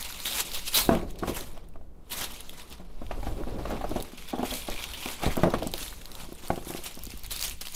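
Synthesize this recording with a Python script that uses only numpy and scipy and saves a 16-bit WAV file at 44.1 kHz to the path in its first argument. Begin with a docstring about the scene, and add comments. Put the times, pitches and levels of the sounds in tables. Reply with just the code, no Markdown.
"""Tissue paper crackles and snaps close by as a hand unwraps small plastic figures in a small room.
Swarms of damped sines over shaped hiss make the buckling paper; clicks with short rings make its snaps.
Figures drop on a card-covered table and fingers bump a thin carton: decaying modes with a thud and a rattle.
Fingers rub the carton (noise through its resonances), and the hand-held camera adds a slow handling rumble
over a quiet hiss and hum. Decaying noise gives the room's reverberation."""
import sys
import numpy as np
from scipy import signal
from scipy.fft import rfft, irfft, next_fast_len
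from scipy.io import wavfile
from scipy.ndimage import uniform_filter1d, map_coordinates

SR = 44100
rng = np.random.default_rng(int(sys.argv[2]) if len(sys.argv) > 2 else 0)


def transcribe(u):
    """Save the signal u as a 16-bit wav file named by the first command-line argument.

    u: samples, shape (n,) or (channels, n), limited to [-1, 1]; the rate is SR.
    q: integer samples, one column per channel.
    """
    v = np.clip(np.atleast_2d(u).T, -1, 1)
    q = np.round(v * 32767).astype(np.int16)
    wavfile.write(sys.argv[1], SR, q)


N = 341775

# resonances of the thin cardboard carton: (frequency [Hz], level [dB], t60 for a blow of 0.2 s life [s])
CARTON_MODES = [(251.2, -2.5, 0.097), (312.3, 0, 0.075), (470, -5.5, 0.12), (622, -0.5, 0.11),
                (712, 7.5, 0.048), (799, -7.5, 0.19), (1094, 1.5, 0.043), (1410, -8, 0.06)]


def amp(db):
    """Amplitude ratio of a level in dB."""
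    return 10 ** (np.asarray(db) / 20)


def unit(x):
    """Normalises to unit rms, so that a later gain sets the level."""
    return x / np.sqrt(np.mean(x ** 2) + 1e-20)


def along(points, hz):
    """Interpolates (frequency [Hz], value) points on a logarithmic frequency axis."""
    f, v = np.transpose(points)
    return np.interp(np.log(hz + 1), np.log(f + 1), v)


def curves(rows):
    """Interpolates each column after the time linearly, one value per sample."""
    s, *cols = np.transpose(rows)
    return [np.interp(np.arange(N) / SR, s, c) for c in cols]


def wobble(rate):
    """Smooth random modulation: a spline through Gaussian knots, rate knots a second."""
    knots = rng.standard_normal(int(N * rate / SR) + 4)
    return map_coordinates(knots, [np.arange(N) * rate / SR])


def filtered(x, response):
    """Linear filtering: the spectrum is multiplied by a response of frequency."""
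    m = next_fast_len(N + 8192)
    return irfft(rfft(x, m) * response(np.fft.rfftfreq(m, 1 / SR)), m)[..., :N]


def coloured(x, spectrum):
    """Spectral shaping by a table of levels in dB, at unit rms."""
    return unit(filtered(x, lambda hz: amp(along(spectrum, hz))))


def swelling(base_db, peak_s, peak_db, rise_s, fall_s):
    """Incoherent addition: the powers of swells add to that of a base level; the result is in dB."""
    roundness = 0.89  # 1 = pointed swells, 2 = bell-shaped
    swell_db = 20  # drop below the peak one rise before it and one fall after it
    t = np.arange(0, N / SR + .002, .002)[None]
    late = t - peak_s[:, None]
    before = -late / np.abs(rise_s)[:, None]
    after = late / np.abs(fall_s)[:, None]
    away = np.where(late < 0, before, after)
    swells = np.sum(amp(peak_db[:, None] - swell_db * away ** roundness) ** 2, axis=0)
    return 10 * np.log10(amp(base_db) ** 2 + np.interp(np.arange(N) / SR, t[0], swells))


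def quiet():
    """Stationary background noise: shaped room air and microphone hiss, with a slightly unsteady hum."""
    # spectrum of the background: (frequency [Hz], relative level [dB per Hz])
    air_colour = [(24, -34), (40, 3), (79, -3.5), (109, -47), (155, -5.5), (467, -28), (542, -53),
                  (852, -44), (1550, -42), (11000, -61), (13300, -67), (14300, -97)]
    hiss_db, hum_hz, hum_db = -54, 58, -55
    hum_phase = 2 * np.pi * np.cumsum(hum_hz + 1.61 * wobble(1.6)) / SR
    hum = amp(hum_db + 0.72 * wobble(2.6)) * np.sin(hum_phase)
    return amp(hiss_db) * coloured(rng.standard_normal(N), air_colour) + hum


def room(x):
    """Reverberation: convolution with noise in which each frequency decays at its own rate."""
    # decay of the room: (frequency [Hz], t60 [s])
    decay_times = [(200, 0.3), (1500, 0.2), (5000, 0.15), (15000, 0.051)]
    hz, t, z = signal.stft(rng.standard_normal(SR // 2), SR, nperseg=256)
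    decay = amp(-60 * t / along(decay_times, hz)[:, None])
    tail = signal.istft(z * decay, SR, nperseg=256)[1]
    delayed = np.pad(x, (200, 0))  # samples before the reverberation begins
    return signal.fftconvolve(delayed, tail / np.linalg.norm(tail))[:N]


def hand():
    """Friction and handling noise: uneven slips wake the carton's modes; the grip rumbles and sways."""
    # hands at rest: (time [s], rub on carton and table [dB], handling rumble [dB])
    at_rest = [(0, -68, -45), (.4, -52, -75), (.7, -59, -58), (1.5, -61, -45), (1.96, -59, -47.5),
               (2.3, -54.5, -56), (2.55, -55, -64), (2.87, -64.5, -48.5), (3.3, -55, -37),
               (3.9, -48.5, -36), (4.15, -56, -60.5), (4.6, -71, -45), (5.1, -52, -69), (5.6, -56, -41),
               (6.1, -55, -47), (6.6, -57.5, -52), (7.0, -56, -67), (7.3, -65, -38.5), (7.75, -81, -80)]
    # moves of the hands: (peak time [s], rub [dB], rumble [dB], rise [s], fall [s])
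    moves = [(.42, -52, -57.5, 0.53, 0.26), (0.912, -41, -31.5, 0.25, 0.47), (1.12, -50.5, -38.5, 1, 0.1),
             (1.29, -39, -35, 0.12, 0.38), (2.115, -51.5, -55, 0.038, 0.55), (3.06, -57, -37, 0.24, 0.24),
             (3.18, -41, -36, 0.18, 0.083), (3.28, -56, -29, 0.28, 0.36), (3.58, -43.5, -51, 0.26, 0.64),
             (3.75, -35, -37, 0.72, 0.16), (3.99, -33.5, -33.5, 0.33, 0.067),
             (4.42, -46, -43.5, 0.13, 0.082), (4.51, -39, -35, 0.085, .11), (4.73, -36, -31, 0.073, 0.067),
             (4.94, -51.5, -39, 0.27, 0.07), (5.05, -46, -59, 0.047, 0.123), (5.28, -37, -24, 0.051, 0.077),
             (5.37, -40, -42, 0.017, 0.19), (5.44, -36.5, -47, 0.1, 0.25), (5.57, -37, -35, 0.26, 0.21),
             (5.91, -49.5, -43, 0.49, 0.1), (6.5, -47, -43, 0.034, 0.48), (7.06, -62, -38.5, 0.1, 0.46),
             (7.549, -56, -41, 1, 0.058)]
    # spectra of rubbing, rumble and sway: (frequency [Hz], relative level [dB per Hz])
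    rub_colour = [(59, -48), (100, 1.5), (227, -2.5), (310, 0), (395, -2), (517, -3), (987, -16.5),
                  (2500, -41), (3250, -50), (5500, -120)]
    rumble_colour = [(16, -10.5), (27, 5.5), (45, -0.5), (80, -9.5), (120, -13.5), (200, -51)]
    sway_colour = [(2, -8), (6, 9), (14, 10), (24, -56), (40, -78)]
    sway_mean_db = -39

    idle_db, still_db = curves(at_rest)
    s, drag_db, jolt_db, rise, fall = np.transpose(moves)
    rub_db = swelling(idle_db, s, drag_db, rise, fall)
    rumble_db = swelling(still_db, s, jolt_db, rise, fall)

    unevenness_db = np.clip(0.51 * (rub_db + 57), 1, 6)  # stronger rubbing slips less evenly
    slips = coloured(amp(unevenness_db * wobble(40)) * rng.standard_normal(N), rub_colour)

    def body(f):
        """Resonance: the direct sound plus a 35 Hz wide band-pass at each carton mode."""
        return 1 + sum(0.42 * 1j * f * 35 / (c * c - f * f + 1j * f * 35) for c, _, _ in CARTON_MODES)

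    rub = unit(filtered(slips, body))
    rumble = coloured(rng.standard_normal(N), rumble_colour)
    # even out chance swells so that the strength follows the grip closely
    rumble = rumble / np.sqrt(0.53 + np.abs(uniform_filter1d(rumble ** 2, size=3000)))
    sway_db = sway_mean_db + 0.19 * (rumble_db - rumble_db.mean())
    sway = coloured(rng.standard_normal(N), sway_colour) * amp(sway_db)
    return amp(rub_db) * rub, amp(rumble_db) * rumble + sway


def knocks(blows, modes, ring_db, thud_db, rattle_db):
    """Modal excitation: a blow rings mostly the modes near its pitch, with a thud and a settling rattle."""
    out, t = np.zeros(N + SR), np.arange(SR // 2) / SR
    hz, level, t60 = np.transpose(modes)[:, :, None]
    soft = signal.butter(2, [130, 800], "band", fs=SR, output="sos")
    for s, db, pitch_hz, life in blows:
        octaves = np.log2(hz / pitch_hz)
        near = -3 * np.abs(octaves) + 6 * np.exp(-(octaves / 0.14) ** 2)  # the spot hit favours one mode
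        strength = amp(level + near + rng.normal(0, 2.5, hz.shape))
        # lossy card blurs the higher modes more
        flutter = np.cumsum(rng.normal(0, 0.044, (len(hz), len(t))), axis=1) * hz / 600
        held = t60 * life / 0.2  # a blow damped by the hand shortens all modes alike
        partials = strength * amp(-60 * t / held) * np.sin(2 * np.pi * hz * t + flutter)
        ring = partials.sum(0)
        thud = np.sin(2 * np.pi * pitch_hz * t) * amp(-60 * t * pitch_hz / 3.6)  # gone in a few cycles
        rattle = unit(signal.sosfilt(soft, rng.standard_normal(len(t)))) * amp(-60 * t / (0.6 * life))
        blow = amp(ring_db) * ring + amp(thud_db) * thud + amp(rattle_db) * rattle
        # gentler blows touch for longer, bright ones briefly [s]
        contact = min(0.00051 * amp(-.5 * db), .8 / pitch_hz)
        out[round(s * SR):][:len(t)] += amp(db) * blow * (1 - np.exp(-t / contact))
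    return out[:N]


def carton_bumps():
    """Damped modal response of thin card to fingers that bump the carton."""
    # bumps: (time [s], strength [dB], pitch of the thud [Hz], life that scales the decays [s])
    bumps = [(3.0165, -25.5, 284, 0.1), (3.1106, -23.5, 1410, 0.046), (3.118, -33, 770, 0.1),
             (3.2294, -26, 820, 0.086), (3.2677, -20.5, 344, 0.12), (3.436, -27, 1430, 0.032),
             (3.4703, -25.5, 226, 0.092), (3.549, -39, 280, 0.025), (3.5933, -36, 318, 0.36),
             (3.6544, -25.5, 1100, 0.078), (3.6945, -26.5, 300, 0.14), (3.707, -20, 1470, 0.052),
             (3.7235, -20.5, 305, 0.031), (3.7524, -21, 466, 0.051), (3.811, -27, 870, 0.087),
             (3.8415, -18, 530, 0.11), (3.9133, -23.5, 310, 0.12), (3.959, -18, 252, 0.19),
             (4.1337, -27.5, 250, 0.03), (4.3315, -22, 620, 0.064), (4.3351, -20.5, 251, 0.17),
             (4.383, -20, 500, 0.052), (4.3926, -23.5, 247, 0.25), (4.429, -19.5, 248, 0.2),
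             (4.519, -29.5, 246, 0.29), (4.6857, -21.5, 332, 0.092), (4.7459, -34, 335, 0.12),
             (5.0583, -23, 315, 0.12), (5.2235, -28, 1100, 0.059), (5.2359, -16.5, 424, 0.11),
             (5.2636, -12, 162, 0.046), (5.279, -26, 320, .1), (5.293, -32, 595, .08),
             (5.307, -28, 324, .08)]
    return knocks(bumps, CARTON_MODES, ring_db=-7.0, thud_db=1, rattle_db=-11.5)


def table_drops():
    """Damped modal response of the card-covered table to figures and fingers that land on it."""
    # landings: (time [s], strength [dB], pitch of the thud [Hz], life that scales the decays [s])
    drops = [(0.8914, -4, 397, 0.07), (0.909, -16.5, 614, 0.31), (0.9185, -15.5, 237, 0.34),
             (0.9295, -24, 970, 0.18), (1.2252, -20, 314, 0.15), (1.2345, -14.5, 1015, 0.066),
             (1.2795, -14.5, 440, 0.058), (1.2945, -18.5, 300, 0.1), (1.575, -31.5, 733, 0.048),
             (1.7573, -32.5, 717, 0.066), (1.812, -40, 703, .05), (2.7118, -36.5, 257, 0.069),
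             (2.7962, -35, 182, 0.22), (5.369, -16, 685, 0.029), (5.3761, -16, 282, 0.18),
             (5.4345, -4.5, 390, 0.11), (5.4549, -16, 343, 0.15), (5.5354, -25, 564, 0.044),
             (5.5385, -10, 530, 0.086), (5.6239, -20.5, 650, 0.09), (5.6651, -23.5, 226, 0.15),
             (5.738, -19.5, 444, 0.08), (6.2331, -32.5, 143, 0.17), (6.2877, -33, 287, 0.069),
             (6.3224, -26, 342, 0.043), (6.4352, -31.5, 327, 0.081), (6.5032, -9.5, 567, 0.071),
             (6.5288, -24, 304, 0.11), (6.5767, -19, 394, 0.072), (6.6701, -26, 325, 0.035),
             (6.7008, -24, 280, 0.12), (6.7481, -21.5, 325, 0.049), (6.7884, -27, 333, 0.052),
             (6.9729, -32.5, 270, 0.089), (7.0714, -27.5, 266, 0.013), (7.1378, -29, 250, 0.017)]
    # resonances of the table: (frequency [Hz], level [dB], t60 for a blow of 0.2 s life [s])
    table_modes = [(177.8, -3.5, 0.29), (225, -5.5, 0.15), (269, -2.5, 0.14), (343, -2, 0.17),
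                   (517.6, -2, 0.094), (654.6, 3, 0.14), (797, -8.5, 0.14), (1075, 1, 0.075),
                   (1360, -15, 0.06), (2380, -2.5, 0.025)]
    return knocks(drops, table_modes, ring_db=-11.5, thud_db=6.5, rattle_db=-11)


def flurries():
    """Impulsive release: folds give way all at once; part of the crackle resonates in the fold's pocket."""
    # sudden folds: (time [s], level [dB], pitch [Hz], t60 [s], ringing share of the power [0-1])
    folds = [(0.25, -32.5, 3680, 0.68, 0.65), (.541, -28.5, 3750, 0.21, 0.37),
             (0.741, -16.5, 3980, 0.33, 0.29), (1.344, -32, 2940, 0.095, 0.3), (2.094, -43, 3040, .2, 0.14),
             (2.115, -33, 1980, 0.2, 0.1), (4.505, -27, 3280, 0.045, 1), (4.821, -40, 3300, 0.061, 0.7),
             (4.935, -33.5, 3160, 0.16, 0.86), (5.023, -32.5, 2850, 0.1, 0.97), (5.223, -39, 2280, 0.46, 1),
             (5.25, -39, 1920, .2, .8), (5.3, -34, 1940, 0.093, 0.9), (6.836, -26, 3000, 0.058, 0.06),
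             (7.305, -35, 3920, 0.18, 0.6), (7.609, -32, 4380, 0.039, 0)]
    out, t = np.zeros(N + SR), np.arange(SR // 3) / SR
    for s, db, hz, t60, share in folds:
        share = np.clip(share, 0, 1)
        noise = rng.standard_normal(len(t))
        unevenness = uniform_filter1d(rng.standard_normal(len(t)), size=60) * 60 ** .5
        grit = noise * amp(0.94 * unevenness)
        pocket = unit(signal.lfilter(*signal.iirpeak(hz, 7, SR), grit))
        crackle = share ** .5 * pocket + (1 - share) ** .5 * unit(np.diff(grit, prepend=0))
        out[round(s * SR):][:len(t)] += amp(db - 60 * t / t60) * crackle * (1 - np.exp(-t / 0.0034))
    return out[:N]


def snaps(cycles=32):
    """Transient buckling: a broad click, a ring down 60 dB in the given cycles and a puff of finer crackle."""
    # single creases that snap: (time [s], strength [dB], pitch [Hz])
    snapping = [(0.0095, -24, 12200), (0.0269, -23.5, 3860), (0.102, -35.5, 1240), (0.125, -26, 3750),
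                (0.176, -33.5, 11400), (0.202, -25.5, 3740), (0.2565, -17.5, 3250), (0.3243, -21.5, 3280),
                (0.3322, -21, 3900.0), (0.3543, -28, 6360), (0.5174, -25, 4600), (0.546, -20, 4670),
                (0.679, -24, 3260), (0.951, -27, 2280), (1.014, -38, 2180), (1.1085, -35, 6750),
                (1.158, -41, 2640), (1.188, -38, 5330), (1.1938, -37, 4130), (1.4088, -25.5, 4200),
                (1.506, -48, 2500), (1.546, -54.5, 2900), (1.577, -40, 2910), (1.6874, -43, 9400),
                (1.738, -52, 2680), (2.32, -30.5, 11000), (2.3434, -36, 3376), (2.4063, -26, 10300),
                (2.4946, -27, 3220), (2.5977, -33.5, 2700), (2.619, -36, 3650), (2.7015, -35, 11700),
                (2.7258, -32, 3370), (3.0655, -38, 2800), (3.23, -37, 2400), (3.658, -34, 2410),
                (3.7025, -30, 11700.0), (3.894, -30, 13100.0), (3.909, -35, 3550), (3.9637, -34, 3640),
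                (4.0016, -28, 3670), (4.0084, -29, 3630), (4.0248, -19, 10700), (4.2233, -37, 2430),
                (4.2866, -30.5, 3560), (4.3879, -35, 3730), (4.43, -33, 3000.0), (4.452, -29, 2600),
                (4.47, -33, 2460), (4.6814, -33.5, 2200), (4.5104, -27, 3370), (4.515, -24, 3470),
                (4.539, -21, 3980), (4.7005, -26, 6350), (4.7403, -30, 3420), (4.7618, -28, 2340),
                (4.778, -28, 2330), (4.84, -20.5, 2840), (4.917, -31, 4000), (4.9359, -26, 3240),
                (4.9446, -30, 3150), (5.059, -23, 2330), (5.0866, -24, 2400), (5.1308, -35, 3200),
                (5.1942, -37, 2400), (5.2331, -29, 2350), (5.2345, -28.5, 4870), (5.3269, -30, 3300),
                (5.3564, -31, 3230), (5.3687, -20, 12700.0), (5.434, -21, 2010), (5.504, -30.5, 3740),
                (5.54, -31, 2180), (5.585, -35, 3780), (5.621, -33, 2840), (5.631, -28, 3600),
                (5.672, -20, 8100), (5.716, -29, 8900.0), (5.738, -16.5, 3660), (5.7796, -23.5, 3830),
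                (5.829, -26.5, 3540), (5.8621, -33, 2160), (5.8807, -27, 3870), (5.9258, -35, 1350),
                (6.017, -34.5, 3250), (6.0563, -27.5, 4260), (6.117, -30, 4300), (6.1523, -28, 4070),
                (6.3278, -33, 12050), (6.3502, -34, 8400), (6.4744, -30, 4330), (6.4822, -26, 8300),
                (6.5594, -35, 2960), (6.7066, -25, 9000), (6.738, -29, 2680), (6.761, -32, 2600),
                (6.777, -34, 2560), (6.855, -27, 10850), (6.867, -33, 2840), (6.9439, -33, 5170),
                (6.953, -31, 8700), (6.991, -31, 5540), (7.0359, -22, 12600.0), (7.054, -27, 6950),
                (7.0668, -29, 4800), (7.1046, -29.5, 5100), (7.1187, -33, 2640), (7.1748, -28.5, 12200),
                (7.1937, -32, 12500.0), (7.235, -28, 13000), (7.2443, -34, 4450), (7.2632, -25, 12400),
                (7.3087, -23, 3640), (7.317, -19, 12500), (7.3219, -19, 9600), (7.3435, -27, 3590),
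                (7.363, -21, 4700.0), (7.3934, -22, 4480), (7.408, -26, 4720), (7.4128, -17, 6770),
                (7.426, -15.5, 4430), (7.438, -18, 7460), (7.442, -23, 5860), (7.448, -27, 4770),
                (7.4805, -24, 6940), (7.4968, -22, 7050), (7.5103, -29, 2620), (7.612, -25, 4930),
                (7.6527, -32, 2700.0), (7.6704, -24, 3400), (7.684, -27, 4900), (7.7232, -27, 9000.0)]
    out, t = np.zeros(N + SR), np.arange(SR // 25) / SR
    for s, db, hz in snapping:
        dulling = signal.butter(N=1, Wn=min(5.4 * hz, .45 * SR), fs=SR)  # broad folds click duller
        noise = signal.lfilter(*dulling, np.diff(rng.standard_normal(len(t) + 1)))
        click = noise * (0.3 * amp(-60 * t / 0.0079) + 0.089 * amp(-60 * t / 0.035))  # click and puff
        flutter = np.cumsum(rng.normal(0, 0.26, len(t)))
        ring = np.sin(2 * np.pi * hz * t + flutter) * amp(-60 * t * hz / cycles)
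        out[round(s * SR):][:len(t)] += amp(db) * (click + ring) * (1 - np.exp(-t / .0001))
    return out[:N]


def pings(start, hz, cycles, gain, size):
    """Damped oscillation: sines that decay by 1/e in the given cycles, summed at their start samples."""
    k = np.arange(size)
    turn = np.minimum(hz, SR / 2.2)[:, None] * k / SR
    decay = np.exp(-turn / max(cycles, .2))
    wave = gain[:, None] * np.sin(2 * np.pi * turn + 1) * decay
    return np.bincount((start[:, None] + k).ravel(), wave.ravel(), N + size)[:N]


def creases(count, spread_db, most_db, cycles):
    """Random superposition of buckling creases, most of them tiny, some larger."""
    when, pitch, luck = rng.random((count, 3)).T
    hz = 1200 * 13 ** pitch
    size_db = np.minimum(-spread_db * np.log(1 - luck), most_db)
    gain = amp(size_db) * hz / 5000
    return pings((when * N).astype(int), hz, cycles, gain, size=128)


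def runs(per_s, fade_s):
    """Avalanche: one crease sets off a run of others that starts at once and fades; values 0-1."""
    trigger = (rng.random(N) < per_s / SR) * rng.random(N)
    return np.minimum(signal.lfilter([1], [1, -np.exp(-1 / (fade_s * SR))], trigger), 1)


def patchy(x, depth_db):
    """Time-varying colour from fold to fold: random gain in patches of about 800 Hz by 25 ms."""
    z = signal.stft(x, nperseg=256)[2]
    across_hz = uniform_filter1d(rng.standard_normal(z.shape), size=5, axis=0)
    field = uniform_filter1d(across_hz, size=8, axis=1)
    return unit(signal.istft(z * amp(depth_db * unit(field)), nperseg=256)[1][:N])


def paper():
    """Buckling and friction: creases over sliding hiss; broad, middle and fine folds have their own bands."""
    # paper lying uneasily: (time [s], middle folds [dB], fine folds over it [dB], broad folds over it [dB])
    rustle = [(0, -50.5, -15, -3), (.5, -46, -4, -12), (.9, -58, -15, -4), (1.1, -65, -21, -12),
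              (1.5, -63, -9, -1), (1.96, -90, -18.5, 17), (2.09, -74.5, -17, 11.5), (2.46, -64, -14, 2.5),
              (2.87, -69, -7.5, 5), (3.2, -59, -0.5, 4.5), (3.6, -60, -4, 5.5), (3.9, -66, -5.5, 2),
              (4.15, -68, -4, 5), (4.45, -52, -4, 5), (5.1, -70, -11, -21), (5.5, -59.5, -20.5, -5),
              (6.0, -73, -8, -17), (6.3, -58.5, 0, -20), (6.6, -63, -13, -12), (7.0, -54.5, -4, -8),
              (7.75, -73, -4, -19)]
    # the hand squeezes or pulls: (peak time [s], middle folds [dB], rise [s], fall [s],
    # fine folds over it [dB], broad folds over it [dB])
    squeezes = [(0, -42, 0.11, 0.34, 2, -7.5), (.27, -42, 0.13, 0.39, 6, -5),
                (0.407, -30, 0.15, .03, 1, -7), (.56, -38, 0.087, 0.067, 1, -6),
                (0.686, -31, 0.047, 0.015, -1.5, -14.5), (0.774, -26, 0.059, 0.093, 4, -5.5),
                (0.947, -45, 0.05, 0.11, -5, 7), (1.105, -54, 0.032, 0.041, 0, -19.5),
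                (1.19, -44.5, 0.0092, 0.026, -4, -8), (1.295, -39, 0.061, 0.051, -1, -0.5),
                (1.368, -41.5, 0.04, 0.13, 4.5, 1.5), (1.57, -56, 0.012, 0.064, -49, 2),
                (2.112, -41, 0.013, 0.44, 0.5, -3.5), (2.19, -39, 0.033, 0.097, 4, -0.5),
                (2.245, -36.5, 0.098, 0.029, 0, -1.5), (2.407, -42.5, 0.018, 0.013, -11, -13),
                (2.61, -49.5, 0.13, 0.059, -1.5, -3), (2.73, -53.5, 0.21, 0.12, -2, -3),
                (2.508, -61, 0.023, 0.081, 9, -12), (3.114, -50, 0.012, 0.062, -27, 11),
                (3.28, -53, 0.12, 0.027, -12, 4), (3.71, -49, 0.22, 0.39, -7.5, 6),
                (3.97, -48.5, 0.27, 0.3, -1.5, 0), (4.18, -52.5, 0.028, 0.31, 0, -15),
                (4.31, -49.5, 0.24, 0.04, -1, -21), (4.46, -44.5, 0.033, 0.26, 3, -4),
                (4.55, -41, 0.11, 0.21, 4, -9), (4.68, -48, 0.018, 0.53, -20, -7),
                (4.829, -44, 0.33, 0.21, -2, -3), (5.03, -43.5, 0.12, 0.35, -2, -15),
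                (5.14, -47, 0.57, 0.034, 3.5, 2), (5.249, -37.5, 0.081, 0.053, -1, 3.5),
                (5.31, -46.5, 0.071, 0.39, -0.5, 0), (5.44, -47, 0.12, 0.046, -29, -11),
                (5.55, -48.5, 0.19, 0.068, -4, 13), (5.68, -48, 0.25, 0.057, -5, -28),
                (5.75, -51.5, 0.095, 0.13, -4, -3), (5.81, -43.5, 0.12, 0.26, 2.5, -5.5),
                (6.22, -49.5, 0.27, 0.084, 2, 3.5), (6.46, -53.5, 0.19, 0.85, 4, 2.5),
                (6.69, -50.5, 0.048, 0.26, 8, 2), (6.78, -48, 0.11, 0.051, -2, -13),
                (6.859, -39, 0.029, 0.08, 0, -6.5), (7.12, -51.5, 0.13, 0.37, -2, -8),
                (7.25, -50.5, 0.069, 0.056, -3, -3), (7.318, -38.5, 0.015, 0.12, 3, -8),
                (7.453, -35.5, 0.093, 0.091, 2.5, -8.5), (7.616, -39, 0.012, 0.022, 0.5, -5.5),
                (7.66, -48.5, 0.11, 0.42, 2.5, -9.5), (7.75, -36.5, 0.02, .1, 1, -10)]
    # spectrum of the crackle: (frequency [Hz], relative level [dB per Hz])
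    paper_colour = [(300, 4), (1000, 9.5), (1700, -2.5), (2500, -3), (3800, -3), (5200, -8), (7000, -10.5),
                    (9000, -11.5), (12000, -10.5), (14500, -16.5), (16000, -14)]
    # air in the carton colours paper crushed inside it: (frequency [Hz], width [Hz], level [dB])
    air_modes = [(2350, 300, -3), (3350, 350, -3)]
    enter_s, leave_s = 4.15, 5.3  # paper inside the carton

    calm_db, calm_fine, calm_broad = curves(rustle)
    s, db, rise, fall, over_fine, over_broad = np.transpose(squeezes)
    crackle_db = swelling(calm_db, s, db, rise, fall)
    fine_db = swelling(calm_db + calm_fine, s, db + over_fine, rise, fall)
    broad_db = swelling(calm_db + calm_broad, s, db + over_broad, rise, fall)

    swarm = unit(creases(count=30000, spread_db=1.0, most_db=10.5, cycles=3.1))
    hiss = amp(-0.5) * rng.standard_normal(N)
    bursts = amp(8.2 * runs(per_s=35, fade_s=0.024))
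    sheet = coloured(bursts * (swarm + hiss), paper_colour)
    sheet = patchy(sheet, depth_db=2.0)
    # even out chance swells so that the strength follows the hand closely
    sheet = sheet / np.sqrt(0.34 + np.abs(uniform_filter1d(sheet ** 2, size=2600)))

    fine = filtered(sheet, lambda hz: 1 / (1 + (6000 / (hz + 1)) ** 6))
    broad = filtered(sheet, lambda hz: 1 / (1 + (hz / 2000) ** 6))
    middle = sheet - fine - broad

    def hollow(f):
        """Cavity resonance: the sum of a band-pass at each air mode."""
        return sum(amp(db) * 1j * f * w / (c * c - f * f + 1j * f * w) for c, w, db in air_modes)

    inside, = curves([(enter_s - .1, 0), (enter_s, 1), (leave_s, 1), (leave_s + 0.088, 0)])
    middle = middle + inside * filtered(middle, hollow)
    return amp(crackle_db) * unit(middle) + amp(fine_db) * unit(fine) + amp(broad_db) * unit(broad)


def scene():
    """Superposition: sources on the table sound in the room; rumble and hiss reach the microphone directly."""
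    rub, rumble = hand()
    near = paper() + snaps() + flurries() + rub
    near = near + table_drops()
    near = near + carton_bumps()
    return (near + amp(-15.0) * room(near) + rumble + quiet())[None]


def record(dry):
    """Saturation and band limiting: loud peaks flatten and the camera keeps nothing above its top frequency."""
    clip = .5  # largest swing the recorder passes
    top_hz = 15900
    flat = dry / (1 + np.abs(dry / clip) ** 6) ** (1 / 6)
    return filtered(flat, lambda hz: np.clip((top_hz - hz) / 600, 0, 1))


dry = scene()
out = record(dry)
transcribe(out)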